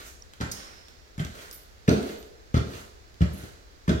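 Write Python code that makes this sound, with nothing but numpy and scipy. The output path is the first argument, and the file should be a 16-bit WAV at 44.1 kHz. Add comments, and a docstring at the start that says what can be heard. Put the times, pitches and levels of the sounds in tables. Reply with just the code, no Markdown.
"""Footsteps going down a wooden staircase in an empty house, heard from a phone in the walker's hand.
Heel and sole strike each tread: the board thuds, the hollow flight booms, the shoe slaps and grinds on grit.
Between steps soles scuff, joints tick and a small piece of metal jingles.
The phone's two microphones hear all this close by, with bare walls ringing over quiet room noise."""
import sys
import numpy as np
from scipy import signal
from scipy.fft import rfft, irfft
from scipy.io import wavfile
from scipy.ndimage import map_coordinates

SR = 44100
rng = np.random.default_rng(int(sys.argv[2]) if len(sys.argv) > 2 else 0)


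def wav_out(sig):
    """Save sig, one row per channel (or a flat mono array), as 16-bit PCM at SR to the path in sys.argv[1]."""
    wavfile.write(sys.argv[1], SR, np.round(np.clip(np.atleast_2d(sig).T, -1, 1) * 32767).astype(np.int16))


N = 176400
CONTACT_RISE_S = 0.00022


def undb(db):
    return 10 ** (np.asarray(db) / 20)


def clock():
    return np.arange(N) / SR


def bins():
    return np.arange(N // 2 + 1) * SR / N


def curve(points, hz):
    """Straight lines between points on a log-frequency axis."""
    freqs, values = np.array(points, float).T
    return np.interp(np.log(np.maximum(hz, 1)), np.log(freqs), values)


def conv(x, impulse):
    return signal.fftconvolve(x, impulse)[:N]


def colour(x, points):
    """Causal filter of the given colour that keeps the power of white noise."""
    cepstrum = irfft(np.log(undb(curve(points, bins()))))
    cepstrum[1:N // 2] *= 2  # fold to minimum phase
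    cepstrum[N // 2 + 1:] = 0
    impulse = irfft(np.exp(rfft(cepstrum)))[:8192]
    return conv(x, impulse / np.linalg.norm(impulse))


def resonate(x, hz, width_hz):
    """One narrow resonance that keeps the power of white noise."""
    t = clock()[:4096]
    impulse = np.sin(2 * np.pi * hz * t) * np.exp(-np.pi * width_hz * t)
    return conv(x, impulse / np.linalg.norm(impulse))


def ring(modes, start_s, scale=1):
    """Decaying modes struck at one moment."""
    first = min(max(int(start_s * SR), 0), N - 1)
    t = np.maximum(clock() - start_s, 0)[first:first + SR, None]
    hz, db, t60 = np.array(modes, float).T
    decay = np.exp(-np.log(1000) * t / t60)
    out = np.zeros(N)
    out[first:first + SR] = (undb(db) * np.sin(2 * np.pi * hz * scale * t) * decay).sum(axis=1)
    return out


def burst(start_s, rise_s, fall_s):
    """Quick attack, exponential release."""
    t = np.maximum(clock() - start_s, 0)
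    return (1 - np.exp(-t / rise_s)) * np.exp(-np.minimum(t / fall_s, 50))


def grains(spread_db):
    """Noise broken into tiny contacts of uneven size; the spread is capped at 4 dB."""
    sizes = undb(np.clip(spread_db, 0, 4) * rng.standard_normal(N // 20 + 1))
    noise = rng.standard_normal(N) * np.repeat(sizes, 20)[:N]
    return noise / noise.std()


# Stereo width of the room at the microphones: freq_hz, side_over_mid_db
ROOM_WIDTH = [(70, -2.5), (130, -16.5), (260, -4.5), (500, 0), (1000, 5.5), (2200, 1), (15000, -1)]
def spread(mid, side):
    """Left and right from two unrelated sounds; the bass is mostly shared."""
    width = undb(curve(ROOM_WIDTH, bins()))
    shared = rfft(mid) / np.hypot(1, width)
    opposed = rfft(side) * width / np.hypot(1, width)
    return irfft(np.array([shared + opposed, shared - opposed]))


# Room tone of the empty house: freq_hz, level_db
AIR_COLOUR = [(20, -16), (40, -2.5), (68, -3), (105, -16), (170, -24), (400, -18.5), (950, -26),
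              (1600, -24), (3000, -31), (4600, -29.5), (7000, -34), (9000, -45), (15500, -44.5)]
def still_air():
    """Quiet, steady noise all around the microphones, mostly low rumble."""
    gain = undb(curve(AIR_COLOUR, bins()))
    mid, side = irfft(rfft(rng.standard_normal((2, N))) * gain)
    air = spread(mid, side)
    return undb(-52) * air / air.std()


# Decay of the stairwell: freq_hz, t60_s
WALL_DECAY = [(70, 0.56), (160, 0.12), (450, 1.0546), (1500, 0.35), (4500, 0.53), (9000, 0.61),
              (15000, 0.26)]
# Strength of its echo at the phone: freq_hz, level_db
WALL_COLOUR = [(60, -16.5), (150, -2), (400, -2.5), (1500, 6), (5000, 3.5), (14000, 2.5)]
def stairwell(x):
    """Dense echoes from bare walls, each octave with its own decay."""
    octaves_hz = 62.5 * 2 ** np.arange(9)
    noise = rfft(rng.standard_normal((2, N)))
    tail = np.zeros((2, N))
    for hz, weights in zip(octaves_hz, np.eye(9)):
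        band = curve(list(zip(octaves_hz, weights)), bins())
        shape = burst(0.00084, rise_s=0.00043, fall_s=curve(WALL_DECAY, hz) / np.log(1000))
        tail += irfft(noise * band) * shape / np.linalg.norm(shape) * undb(curve(WALL_COLOUR, hz))
    return np.array([conv(x, impulse) for impulse in spread(*tail)])


def moving_echoes(x, change_hz=14):
    """Walker and phone keep moving, so the pattern of echoes keeps changing."""
    turn = 2 * np.pi * change_hz * clock()
    return stairwell(x * np.cos(turn)) + stairwell(x * np.sin(turn))


def squeak(peak_s=0.2235, pitch_hz=5650, width_s=0.0011):
    """One tiny high squeak close to the phone, too near to stir the room."""
    t = clock() - peak_s
    return undb(-35) * np.exp(-(t / width_s) ** 2) * np.sin(2 * np.pi * pitch_hz * t)


# Ticks on the staircase: start_s, level_db
WOOD_TICKS = [(0.335, -37), (0.883, -36), (1.248, -27.5), (2.028, -30), (2.227, -38), (3.142, -46)]
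# Colour of a tick: freq_hz, level_db
TICK_COLOUR = [(300, -6), (1500, 0), (5000, -3), (8000, -8), (16000, -16)]
def ticks():
    """Wood and grit give lone dry ticks."""
    shape = sum(undb(db) * burst(start_s, rise_s=0.00054, fall_s=0.0015) for start_s, db in WOOD_TICKS)
    return colour(shape * rng.standard_normal(N), TICK_COLOUR)


# Colour of the crunch underfoot, and of the metal's first touch: freq_hz, level_db
BRIGHT_COLOUR = [(2500, -18), (4300, -1), (5100, 5), (5400, 7), (5750, -3), (6050, 7), (6500, 7),
                 (7700, -0.5), (11000, 0.5), (14000, -6), (16000, -3.5)]
def crunch(start_s=0.514, length_s=0.012):
    """A short run of bright cracks under a shoe stops and leaves a thin ring."""
    t = np.maximum(clock() - start_s, 0)
    shape = np.minimum(t / 0.001, 1) * np.exp(-np.minimum((t / length_s) ** 2, 50))
    fading_noise = burst(start_s, CONTACT_RISE_S, fall_s=0.2253) * rng.standard_normal(N)
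    tail = resonate(fading_noise, hz=5350, width_hz=170)
    cracks = colour(shape * grains(spread_db=1), BRIGHT_COLOUR)
    return undb(-30) * cracks + undb(-50.5) * tail


# Jolts of the metal piece: start_s, ring_db, rattle_db
METAL_JOLTS = [(1.527, -46, -44), (2.186, -58, -68), (2.80, -65, -59), (3.33, -63, -49.5),
               (3.375, -76, -52)]
# Its modes: pitch_hz, level_db, t60_s
METAL_MODES = [(13494, -2, 0.22), (13551, 0, 0.3), (13630, -1, 0.16)]
def jingles():
    """A small metal piece, jogged by the walk, clinks once, rattles briefly and rings on."""
    pings, rattle = np.zeros((2, N))
    for start_s, ring_db, rattle_db in METAL_JOLTS:
        pings += undb(ring_db) * ring(METAL_MODES, start_s)
        rattle += undb(rattle_db) * burst(start_s, rise_s=0.0028, fall_s=0.023)
    first_touch = burst(1.511, CONTACT_RISE_S, fall_s=0.002) * rng.standard_normal(N)
    clink = undb(-31.5) * colour(first_touch, BRIGHT_COLOUR)
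    return pings + clink + resonate(rattle * grains(spread_db=2), hz=11000, width_hz=1000)


# Soles sliding and lifting below the phone: peak_s, rise_s, fall_s, rub_db, hiss_db
SLIDES = [(0.005, 0.026, 0.022, -44.5, -51.5), (0.074, 0.029, 0.018, -55, -50),
          (0.62, 0.16, 0.13, -51, -62), (1.413, 0.1, 0.093, -49.5, -55.5), (1.94, 0.021, 0.035, -45.5, -72),
          (2.10, 0.16, 0.055, -47.5, -55), (2.762, 0.082, 0.052, -48.5, -54),
          (3.44, 0.14, 0.06, -52.5, -57.5)]
# Colours of the rub and of the hiss: freq_hz, level_db
RUB_COLOUR = [(80, -2), (250, 4), (480, 7.5), (900, -2), (1450, 3.5), (2500, -4), (4500, -4), (7000, -29),
              (8500, -28), (16000, -35)]
HISS_COLOUR = [(1500, -8), (4000, -8), (6500, 5), (8500, -1.5), (16000, -4)]
def scuffs():
    """A sole slides over dusty paint, swelling and dying away."""
    rub, hiss = np.zeros((2, N))
    for peak_s, rise_s, fall_s, rub_db, hiss_db in SLIDES:
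        t = clock() - peak_s
        fade = np.where(t < 0, (t / rise_s) ** 2, t / fall_s)
        shape = np.exp(-np.minimum(fade, 50))
        rub += undb(rub_db) * shape
        hiss += undb(hiss_db) * shape
    return (colour(rub * grains(spread_db=4), RUB_COLOUR)
            + colour(hiss * grains(spread_db=4), HISS_COLOUR))


# Modes of a thin loose board: pitch_hz, level_db, t60_s
BOARD_MODES = [(1530, -2, 0.16), (1600, -10, 0.18), (3380, -8, 0.16)]
def loose_board():
    """The last step makes a thin board ring."""
    return undb(-34.5) * ring(BOARD_MODES, start_s=3.891)


# Shoe edges coming down on the treads: peak_s, level_db, centre_hz
EDGE_HITS = [(0.411, -32.5, 4260), (1.195, -37, 3100), (1.268, -42.5, 2930), (1.88, -28, 1850),
             (1.893, -29.5, 6230), (2.561, -37.5, 4300), (2.578, -36, 4300), (3.217, -36.5, 2900),
             (3.88, -32, 1600), (3.894, -33.5, 5100)]
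# Colour of one clack: centre_ratio, level_db
EDGE_COLOUR = [(0.2, -11), (0.6, -4.5), (1.0, 1.5), (1.4, -9), (2.5, -24), (5, -27)]
def clacks(width_s=0.0022):
    """The hard edge of a shoe claps onto the paint for a few milliseconds."""
    out = np.zeros(N)
    for peak_s, db, centre_hz in EDGE_HITS:
        shape = np.exp(-np.minimum(((clock() - peak_s) / width_s) ** 2, 50))
        points = [(centre_hz * ratio, level_db) for ratio, level_db in EDGE_COLOUR]
        out += undb(db) * colour(shape * grains(spread_db=1), points)
    return out


def soften(x, push_s, low_cut_hz=77.6):
    """A rubber sole spreads a blow over milliseconds; the thud is heard with its deepest bass cut away."""
    t = clock()[:2048]
    push = t * np.exp(-4 * t / push_s)
    low_cut = signal.butter(3, low_cut_hz, "high", fs=SR, output="sos")
    return signal.sosfilt(low_cut, conv(x, push / push.sum()))


# Steps on the stairs, just below the microphones:
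# start_s, pitch_hz, thud_db, boom_db, knock_db, slap_db, grit_db, sole_lag_s, sole_over_heel_db, push_s
FOOTFALLS = [(0.401, 174, -30, -45, -38, -40.5, -52, 0.0098, 8, 0.0032),
             (1.178, 157.6, -22, -49, -43, -41.5, -48.5, 0.019, 5.5, 0.0043),
             (1.880, 150.6, -11, -51, -17.5, -30.5, -53, 0.00687, -5, 0.0024),
             (2.541, 140, -14, -20.5, -28, -31.5, -46.5, 0.024, -2.5, 0.0019),
             (3.206, 168.8, -11.5, -20, -37, -40, -54, 0.01158, 3, 0.0041),
             (3.879, 184.5, -12.5, -47, -27.5, -33, -53, 0.012, -1, 0.0029)]
# Weight rolling onto the toes: start_s, thud_db, knock_db
TOE_ROLLS = [(0.429, -30, -56), (1.25, -32, -41), (1.911, -21.5, -16.5), (2.754, -38.5, -54),
             (3.225, -33, -37.5), (3.433, -37, -41.5), (3.905, -21.5, -23.5), (3.945, -27, -44)]
# Modes of the tread underfoot: pitch_ratio, level_db, t60_s
TREAD_MODES = [(0.76, -12.5, 0.1), (1.0, 1.5, 0.098), (1.24, -5, 0.11), (1.66, -6.5, 0.06),
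               (2.15, -17.5, 0.046)]
# Modes of the hollow flight, and of its risers and joints: pitch_hz, level_db, t60_s
FLIGHT_MODES = [(60.6, -12, 1), (77.5, 2, 0.32), (91.5, 6, 0.069), (118.6, -5, 0.38)]
RISER_MODES = [(199.8, 7.5, 0.53), (240, -18, 0.25), (284.3, -0.5, 0.38), (343, 7, 0.1), (447, -10, 0.7),
               (616, -10, 0.21)]
# Colours of the wood's knock, the shoe's slap and the grit between them: freq_hz, level_db
KNOCK_COLOUR = [(100, -24.5), (220, 2), (320, -0.5), (460, -5.5), (650, -9.5), (900, -23.5), (2000, -52)]
SLAP_COLOUR = [(200, -22), (600, -1.5), (950, -8.5), (1350, 0), (2200, -10.5), (3600, -12.5), (6000, -19),
               (9000, -29.5), (16000, -53)]
GRIT_COLOUR = [(1000, -18), (3500, -11), (5800, -13), (7200, 8), (8500, -12), (11500, -1), (16000, -31)]
def footsteps(give_lag_s=0.0017, knock_fall_s=0.017, toe_pitch_hz=140):
    """Heel, then sole: each slaps and grinds, the wood gives way and rings; weight rolls onto the toes."""
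    wood, knock, slap, grit, toes = np.zeros((5, N))
    for start_s, hz, thud_db, boom_db, knock_db, slap_db, grit_db, lag_s, sole_db, push_s in FOOTFALLS:
        blow = np.zeros(N)
        for touch_s, force in ((start_s, 1), (start_s + lag_s, undb(sole_db))):
            give_s = touch_s + give_lag_s
            thud = undb(thud_db) * ring(TREAD_MODES, give_s, scale=hz)
            boom = undb(boom_db) * ring(FLIGHT_MODES, give_s)
            risers = undb(knock_db - 14.5) * ring(RISER_MODES, give_s)
            blow += force * (thud + boom + risers)
            knock += force * undb(knock_db) * burst(give_s, CONTACT_RISE_S, knock_fall_s)
            slap += force * undb(slap_db) * burst(touch_s, CONTACT_RISE_S, fall_s=0.012)
            grit += force * undb(grit_db) * burst(touch_s, rise_s=0.0021, fall_s=0.0081)
        wood += soften(blow, push_s)
    for start_s, thud_db, knock_db in TOE_ROLLS:
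        thud = ring(TREAD_MODES, start_s, scale=toe_pitch_hz)
        boom = undb(-1.5) * ring(FLIGHT_MODES, start_s)
        toes += undb(thud_db) * (thud + boom)
        knock += undb(knock_db) * burst(start_s, CONTACT_RISE_S, knock_fall_s)
    return (wood + soften(toes, push_s=0.0034)
            + colour(knock * grains(spread_db=1), KNOCK_COLOUR)
            + colour(slap * grains(spread_db=4.5), SLAP_COLOUR)
            + colour(grit * grains(spread_db=0), GRIT_COLOUR))


def scene(right_lag_s=0.000356, small_echo_gain=0.54):
    """Direct sound reaches the left microphone first; the walls answer over still air."""
    feet = footsteps() + scuffs() + loose_board()
    small_sounds = ticks() + clacks() + jingles() + crunch()
    left = feet + small_sounds + squeak()
    right = map_coordinates(left, [np.arange(N) - right_lag_s * SR], order=3)
    return np.array([left, right]) + still_air() + moving_echoes(feet + small_echo_gain * small_sounds)


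# Balance of the phone's two microphones: freq_hz, left_minus_right_db
MIC_BALANCE = [(100, 0.9), (270, -1.5), (1000, -0.2), (2000, 0), (4000, -7), (6500, -5), (9000, -2)]
def record(dry, top_hz=15900):
    """The right microphone is brighter in the presence range; the top is cut on both."""
    tilt_db = curve(MIC_BALANCE, bins()) / 2
    gain = undb(np.repeat([tilt_db, -tilt_db], 2, axis=1)[:, :N + 1])  # on the bins of a padded FFT
    heard = irfft(rfft(dry, 2 * N) * gain)[:, :N]
    high_cut = signal.ellip(10, .2, 80, top_hz, fs=SR, output="sos")
    return signal.sosfilt(high_cut, heard)


dry = scene()
out = record(dry)
wav_out(out)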